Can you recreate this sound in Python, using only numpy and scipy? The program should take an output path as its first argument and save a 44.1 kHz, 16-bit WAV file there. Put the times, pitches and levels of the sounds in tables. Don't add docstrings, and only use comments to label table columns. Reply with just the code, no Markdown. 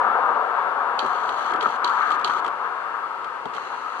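import sys
import numpy as np
from scipy import signal
from scipy.fft import rfft, irfft
from scipy.io import wavfile

SR = 44100
rng = np.random.default_rng(int(sys.argv[2]) if len(sys.argv) > 2 else 0)


def generate_wav(signal):
    frames = np.transpose(np.atleast_2d(signal))
    scaled = np.clip(frames, -1, 1) * 32767
    pcm = np.round(scaled).astype(np.int16)
    wavfile.write(sys.argv[1], SR, pcm)


N = 176400
T = np.arange(N) / SR
HZ = np.maximum(np.arange(N // 2 + 1) * SR / N, 1)

# (time [s], relative level [dB])
ROAR_LOW_LEVEL = [(0, -27.5), (.4, -28), (.55, -30), (1.0, -32.5), (1.45, -34), (2.3, -38), (2.6, -37),
                  (3.3, -43.5), (4, -44.5)]
ROAR_MID_LEVEL = [(0.04, -25), (0.38, -24), (0.48, -29), (0.53, -26), (0.74, -30.5), (0.78, -26.5),
                  (1.4, -30.5), (1.6, -30), (1.91, -28), (2.55, -32), (3.0, -33.5), (3.2, -36.5),
                  (3.97, -38.5)]
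ROAR_HIGH_LEVEL = [(0.04, -21), (.38, -24), (.5, -25), (1.0, -25.5), (1.39, -28), (1.51, -24.5),
                   (1.62, -25), (1.66, -21), (1.7, -29), (1.77, -25.5), (2.02, -21), (2.27, -25.5),
                   (2.31, -23.5), (2.42, -27), (2.55, -29.5), (3.0, -29), (3.15, -33.5), (3.48, -35),
                   (3.97, -33.5)]
# (time [s], half-length [s], rise [dB])
ROAR_SURGES = [(2.026, 0.011, 3), (2.655, 0.04, 3), (3.275, 0.022, 1.5), (3.365, 0.019, 3),
               (3.738, 0.025, 3.5), (3.866, 0.03, 2.5), (3.955, 0.024, 3.5)]
# (frequency [Hz], relative level [dB])
ROAR_COLOUR = [(30, -62.5), (100, -47), (195, -30.5), (245, -23.5), (300, -25.5), (400, -17), (460, -10.5),
               (530, -11), (565, -9.5), (600, -7.5), (635, -13), (735, -1.5), (790, -4.5), (845, -10.5),
               (905, -4), (970, -1.5), (1015, -6), (1110, -4), (1175, 3), (1250, 5), (1335, 4), (1420, -2),
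               (1520, -3.5), (1630, -4), (1780, -11.5), (1950, -18.5), (2100, -19.5), (2230, -18),
               (2500, -29.5), (2700, -27), (3250, -33), (3500, -30), (5000, -52.5), (12000, -78.5)]
# (frequency [Hz], left minus right [dB])
ROAR_BALANCE = [(100, 2), (250, 2), (380, 0.12), (480, 0.95), (540, 3), (615, 11.95), (740, 6.9),
                (845, 3.55), (950, 5.3), (1250, 7.96), (1550, 12), (1900, 9.8), (2300, 8.9), (2900, -1),
                (5000, 0)]
# (frequency [Hz], likeness [0-1])
ROAR_ALIKE = [(100, 0.8), (300, 0.89), (450, 1), (640, 0.52), (900, 0.94), (1600, 0.94), (2100, 0.85),
              (3000, 0.34), (4200, .55), (5500, .1)]
# (frequency [Hz], phase [radians])
LEFT_LEAD = [(100, 1), (370, -0.8), (470, 0.05), (590, 1), (720, 0.23), (900, 0), (1220, 0.76), (1800, 2),
             (2350, 3.5), (2600, -8.5), (2900, 2.5), (3800, 1.6), (5200, 3.5), (12000, 5)]
# (frequency [Hz], relative level [dB])
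AIR_COLOUR = [(30, -25), (100, -8.5), (230, -1.5), (450, 10), (1200, 1.5), (2100, 3), (2450, -2.5),
              (2750, 0.5), (3100, -5), (3500, -8), (3900, -13.5), (4300, -7.5), (5200, -18), (7000, -20.5),
              (11000, -28), (13000, -40.5)]
# (time [s], level [dB])
FAR_KNOCKS = [(.289, -9.5), (.371, -13.5), (.830, -17.5), (1.458, -29), (1.658, -7), (2.033, -16),
              (2.297, -11), (2.309, -11.5), (2.348, -13), (2.447, -14), (2.616, -16), (3.582, -16)]
# (frequency [Hz], width [Hz], relative level [dB])
KNOCK_TONES = [(1000, 310, -11), (1280, 180, -5.5)]
# (start [s], end [s], level [dB])
GRIP_SHIFTS = [(.98, 1.33, -51.5), (1.5, 1.7, -37.5), (1.83, 1.925, -38.5), (2.08, 2.5, -42.5)]
# (frequency [Hz], relative level [dB])
GRIP_COLOUR = [(30, -7), (70, -6), (130, -3.5), (240, 4), (400, 17.5), (600, 7), (1500, -12), (5000, -49)]
# (start [s], end [s], relative level [dB])
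ZOOM_TIMES = [(.99, 1.375, -42.5), (1.372, 1.525, -40), (1.605, 1.77, -40.5), (1.85, 2.165, -41.5),
              (2.245, 2.405, -40)]
FOCUS_TIMES = [(3.535, 4.1, -44.5)]
# (frequency [Hz], relative level [dB])
ZOOM_COLOUR = [(100, -17.5), (250, 3.5), (420, -5), (700, 6.5), (2100, 1.5), (2600, -3.5), (3100, 4.5),
               (3800, -4.5), (4300, 3), (5100, -18), (5700, -8.5), (6450, -8), (6800, -12), (7250, -10.5),
               (8000, -20.5), (11200, -22.5), (13000, -41)]
FOCUS_COLOUR = [(100, -22), (400, 0.5), (1900, 5), (2250, -1), (2500, -4), (2800, 1.5), (3600, -9),
                (4250, -1), (5100, -21), (6200, -8.5), (7100, -15.5), (8300, -22.5), (13000, -35)]
# (time [s], relative level [dB], change to its three lowest tones [dB])
LEVER_SNAPS = [(.9915, -12.5, -2), (1.6095, -19, 5), (1.8447, -12, -3), (1.876, -23, -6), (2.2454, -11, -1)]
# (frequency [Hz], width [Hz], relative level [dB])
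LEVER_TONES = [(2280, 660, -7), (3170, 290, 3.5), (3740, 540, 1), (4105, 210, 3), (4530, 260, -1.5),
               (6670, 700, -11.5), (10500, 3500, -25.5)]
# (time [s], level [dB], change to the two lowest tones [dB])
HAND_BUMPS = [(1.019, -28, 4), (1.038, -24, 0), (1.289, -29, -5), (1.62, -28, -2), (1.652, -26, 3),
              (2.284, -32, 3), (2.44, -32.5, -5), (3.45, -27.5, 5.5), (3.545, -32, 2)]
# (frequency [Hz], width [Hz], relative level [dB])
BUMP_TONES = [(138.5, 44, -8), (237, 43, -3), (426, 110, 7.5), (850, 220, 13)]
# (time [s], relative level [dB])
FINGER_TICKS = [(1.062, -29.5), (1.291, -27.5), (1.506, -33), (1.535, -29.5), (1.559, -32.5),
                (1.626, -26.5), (1.896, -31), (2.104, -28), (2.117, -26), (2.148, -37), (2.194, -32),
                (2.212, -34), (2.275, -26.5), (2.297, -29), (2.445, -30), (2.462, -29), (2.478, -32.5),
                (3.243, -34.5), (3.455, -34.5), (3.536, -36), (3.550, -36), (3.564, -34)]
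# (frequency [Hz], width [Hz], relative level [dB])
TICK_TONES = [(910, 580, 16.5), (2140, 1830, 14.5), (3160, 350, 13), (4300, 870, -0.5), (6900, 1800, 1),
              (10500, 2500, -18)]
# (frequency [Hz], left minus right [dB])
BODY_BALANCE = [(150, 6), (400, -14), (1000, 3.5), (2200, -3), (3000, -9), (4300, -15), (5200, -11),
                (6500, -2), (7300, -5), (9000, -6.5), (11000, 1), (12500, 16)]


def from_db(db):
    return 10 ** (np.asarray(db) / 20)


def unit_power(x):
    return x / np.sqrt(np.mean(x ** 2) + 1e-20)


def across_hz(points):
    hz, value = np.transpose(points)
    return np.interp(np.log(HZ), np.log(hz), value)


def drift(rate_hz):
    return unit_power(irfft(rfft(rng.standard_normal(N)) / (1 + (HZ / rate_hz) ** 2), N))


def pan(db):
    gains = from_db(np.array([[.5], [-.5]]) * db)
    return gains / np.sqrt(np.mean(gains ** 2, axis=0))


def phase_shift():
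    return np.exp(.5j * across_hz(LEFT_LEAD) * np.array([[1], [-1]]))


def noise_spectrum(colour, likeness, pan_db):
    shared, left, right = rfft(rng.standard_normal((3, N)))
    mixed = np.sqrt(likeness) * shared * phase_shift() + np.sqrt(1 - likeness) * np.array([left, right])
    return mixed * from_db(across_hz(colour)) * pan(pan_db)


def band_pass(x, band_hz):
    return signal.sosfilt(signal.butter(2, band_hz, "band", fs=SR, output="sos"), x)


def gate(runs, ramp_s):
    return sum(from_db(db) * np.clip(np.minimum(T - start, end - T) / ramp_s, 0, 1)
               for start, end, db in runs)


def ring(force, tones):
    out = 0
    for k, (hz, width, db) in enumerate(tones):
        r = np.exp(-np.pi * width / SR)
        tone = signal.lfilter([1, 0, -1], [1, -2 * r * np.cos(2 * np.pi * hz / SR), r * r], force)
        out = out + (-1) ** k * from_db(db) * np.sqrt(1 - r * r) * tone
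    return out


def change_lowest(tones, low_db, count):
    return [(hz, width, db + low_db * (k < count)) for k, (hz, width, db) in enumerate(tones)]


def strikes(rows, tones, bounce_s, bounce_db, band_hz):
    hits = np.zeros(N)
    for s, db in rows:
        hits[int(s * SR)] += from_db(db)
        hits[int((s + bounce_s * rng.uniform(.8, 1.2)) * SR)] += from_db(db + bounce_db)
    one_hit_peak = np.abs(ring(signal.unit_impulse(SR), tones)).max()
    ringing = band_pass(ring(hits + 1e-18, tones) / one_hit_peak, band_hz)
    return irfft(rfft(ringing) * phase_shift(), N)


def touches(rows, tones, rise_s, decay_s, tail_db, tail_s, pan_db, likeness, band_hz):
    force = 0
    for s, db in rows:
        age = np.maximum(T - s, 0)
        burst = np.exp(-np.maximum(age - rise_s, 0) / decay_s)
        tail = from_db(tail_db) * np.exp(-age / tail_s)
        force = force + from_db(db) * np.minimum(age / rise_s, 1) * (burst + tail)
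    shared = np.sqrt(likeness) * rng.standard_normal(N)
    grit = band_pass(shared + np.sqrt(1 - likeness) * rng.standard_normal((2, N)), band_hz)
    return pan(pan_db) * ring(force * grit + 1e-18, tones) / np.std(ring(grit, tones))


def roar():
    noise = noise_spectrum(ROAR_COLOUR, across_hz(ROAR_ALIKE), across_hz(ROAR_BALANCE))
    split_hz, flutter_db = 807, 1.0
    edges_hz = split_hz * 2. ** np.array([-9, -2, -1, -.5, 0, .25, .5, .7, .9, 1.25, 9])
    bands = [irfft(noise * ((HZ >= low) & (HZ < high)), N) * from_db(flutter_db * drift(7.2))
             for low, high in zip(edges_hz, edges_hz[1:])]
    surge_db = sum(db * np.exp(-((T - s) / half_s) ** 2) for s, half_s, db in ROAR_SURGES)
    parts = [(bands[:4], ROAR_LOW_LEVEL, -0.5),
             (bands[4:6], ROAR_MID_LEVEL, 1.5 + surge_db),
             (bands[6:], ROAR_HIGH_LEVEL, surge_db)]
    return sum(unit_power(sum(group)) * from_db(extra_db + np.interp(T, *np.transpose(curve)))
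               for group, curve, extra_db in parts)


def air():
    return from_db(-42) * unit_power(irfft(noise_spectrum(AIR_COLOUR, likeness=0.3, pan_db=0.6), N))


def knocks():
    return pan(9.1) * strikes(FAR_KNOCKS, KNOCK_TONES, bounce_s=.003, bounce_db=-4.5, band_hz=(500, 2000))


def grip():
    rubbing = irfft(noise_spectrum(GRIP_COLOUR, likeness=0.45, pan_db=-4.0), N)
    lumps = from_db(3.5 * drift(25))
    return gate(GRIP_SHIFTS, ramp_s=0.013) * unit_power(rubbing * lumps)


def motor(runs, colour, pulse_depth, likeness, scratch_db, kick, kick_s):
    starting = sum((T > start) * np.exp(-np.abs(T - start) / kick_s) for start, end, db in runs)
    gear_hz = 57.5 * (1 + 0.0041 * drift(12.0))
    turns = np.cumsum(gear_hz) / SR
    friction = (1 + pulse_depth * np.sin(2 * np.pi * turns)) * from_db(scratch_db * drift(250))
    noise = irfft(noise_spectrum(colour, likeness, pan_db=0), N)
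    return gate(runs, ramp_s=0.0031) * (1 + kick * starting) * unit_power(noise * friction)


def lever():
    snaps = sum(strikes([(s, db)], change_lowest(LEVER_TONES, low_db, count=3),
                        bounce_s=.0022, bounce_db=-6.0, band_hz=(1200, 13000))
                for s, db, low_db in LEVER_SNAPS)
    rattle = touches([row[:2] for row in LEVER_SNAPS], LEVER_TONES, rise_s=0.002, decay_s=0.00083,
                     tail_db=-7.5, tail_s=0.021, pan_db=0.5, likeness=0.13, band_hz=(1500, 12900))
    return from_db(-1) * snaps + from_db(-12) * rattle


def bumps():
    return sum(touches([(s, db)], change_lowest(BUMP_TONES, low_db, count=2), rise_s=0.007, decay_s=0.014,
                       tail_db=-30, tail_s=0.055, pan_db=3.5, likeness=0.44, band_hz=(30, 1410))
               for s, db, low_db in HAND_BUMPS)


def ticks():
    return touches(FINGER_TICKS, TICK_TONES, rise_s=0.00046, decay_s=0.0055,
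                   tail_db=-32, tail_s=0.013, pan_db=-1, likeness=0.042, band_hz=(400, 13000))


def through_body(x):
    return irfft(rfft(x) * pan(across_hz(BODY_BALANCE) + 1.0), N)


def scene():
    outdoors = roar() + air() + knocks()
    zoom = motor(ZOOM_TIMES, ZOOM_COLOUR, pulse_depth=0.14, likeness=0.5,
                 scratch_db=2.0, kick=0.27, kick_s=.03)
    focus = motor(FOCUS_TIMES, FOCUS_COLOUR, pulse_depth=0.13, likeness=0.46,
                  scratch_db=1, kick=0.97, kick_s=0.071)
    return outdoors + grip() + bumps() + through_body(zoom + lever() + ticks() + focus)


def record(dry):
    return signal.sosfilt(signal.ellip(10, .2, 70, 12700, fs=SR, output="sos"), dry)


dry = scene()
out = record(dry)
generate_wav(out)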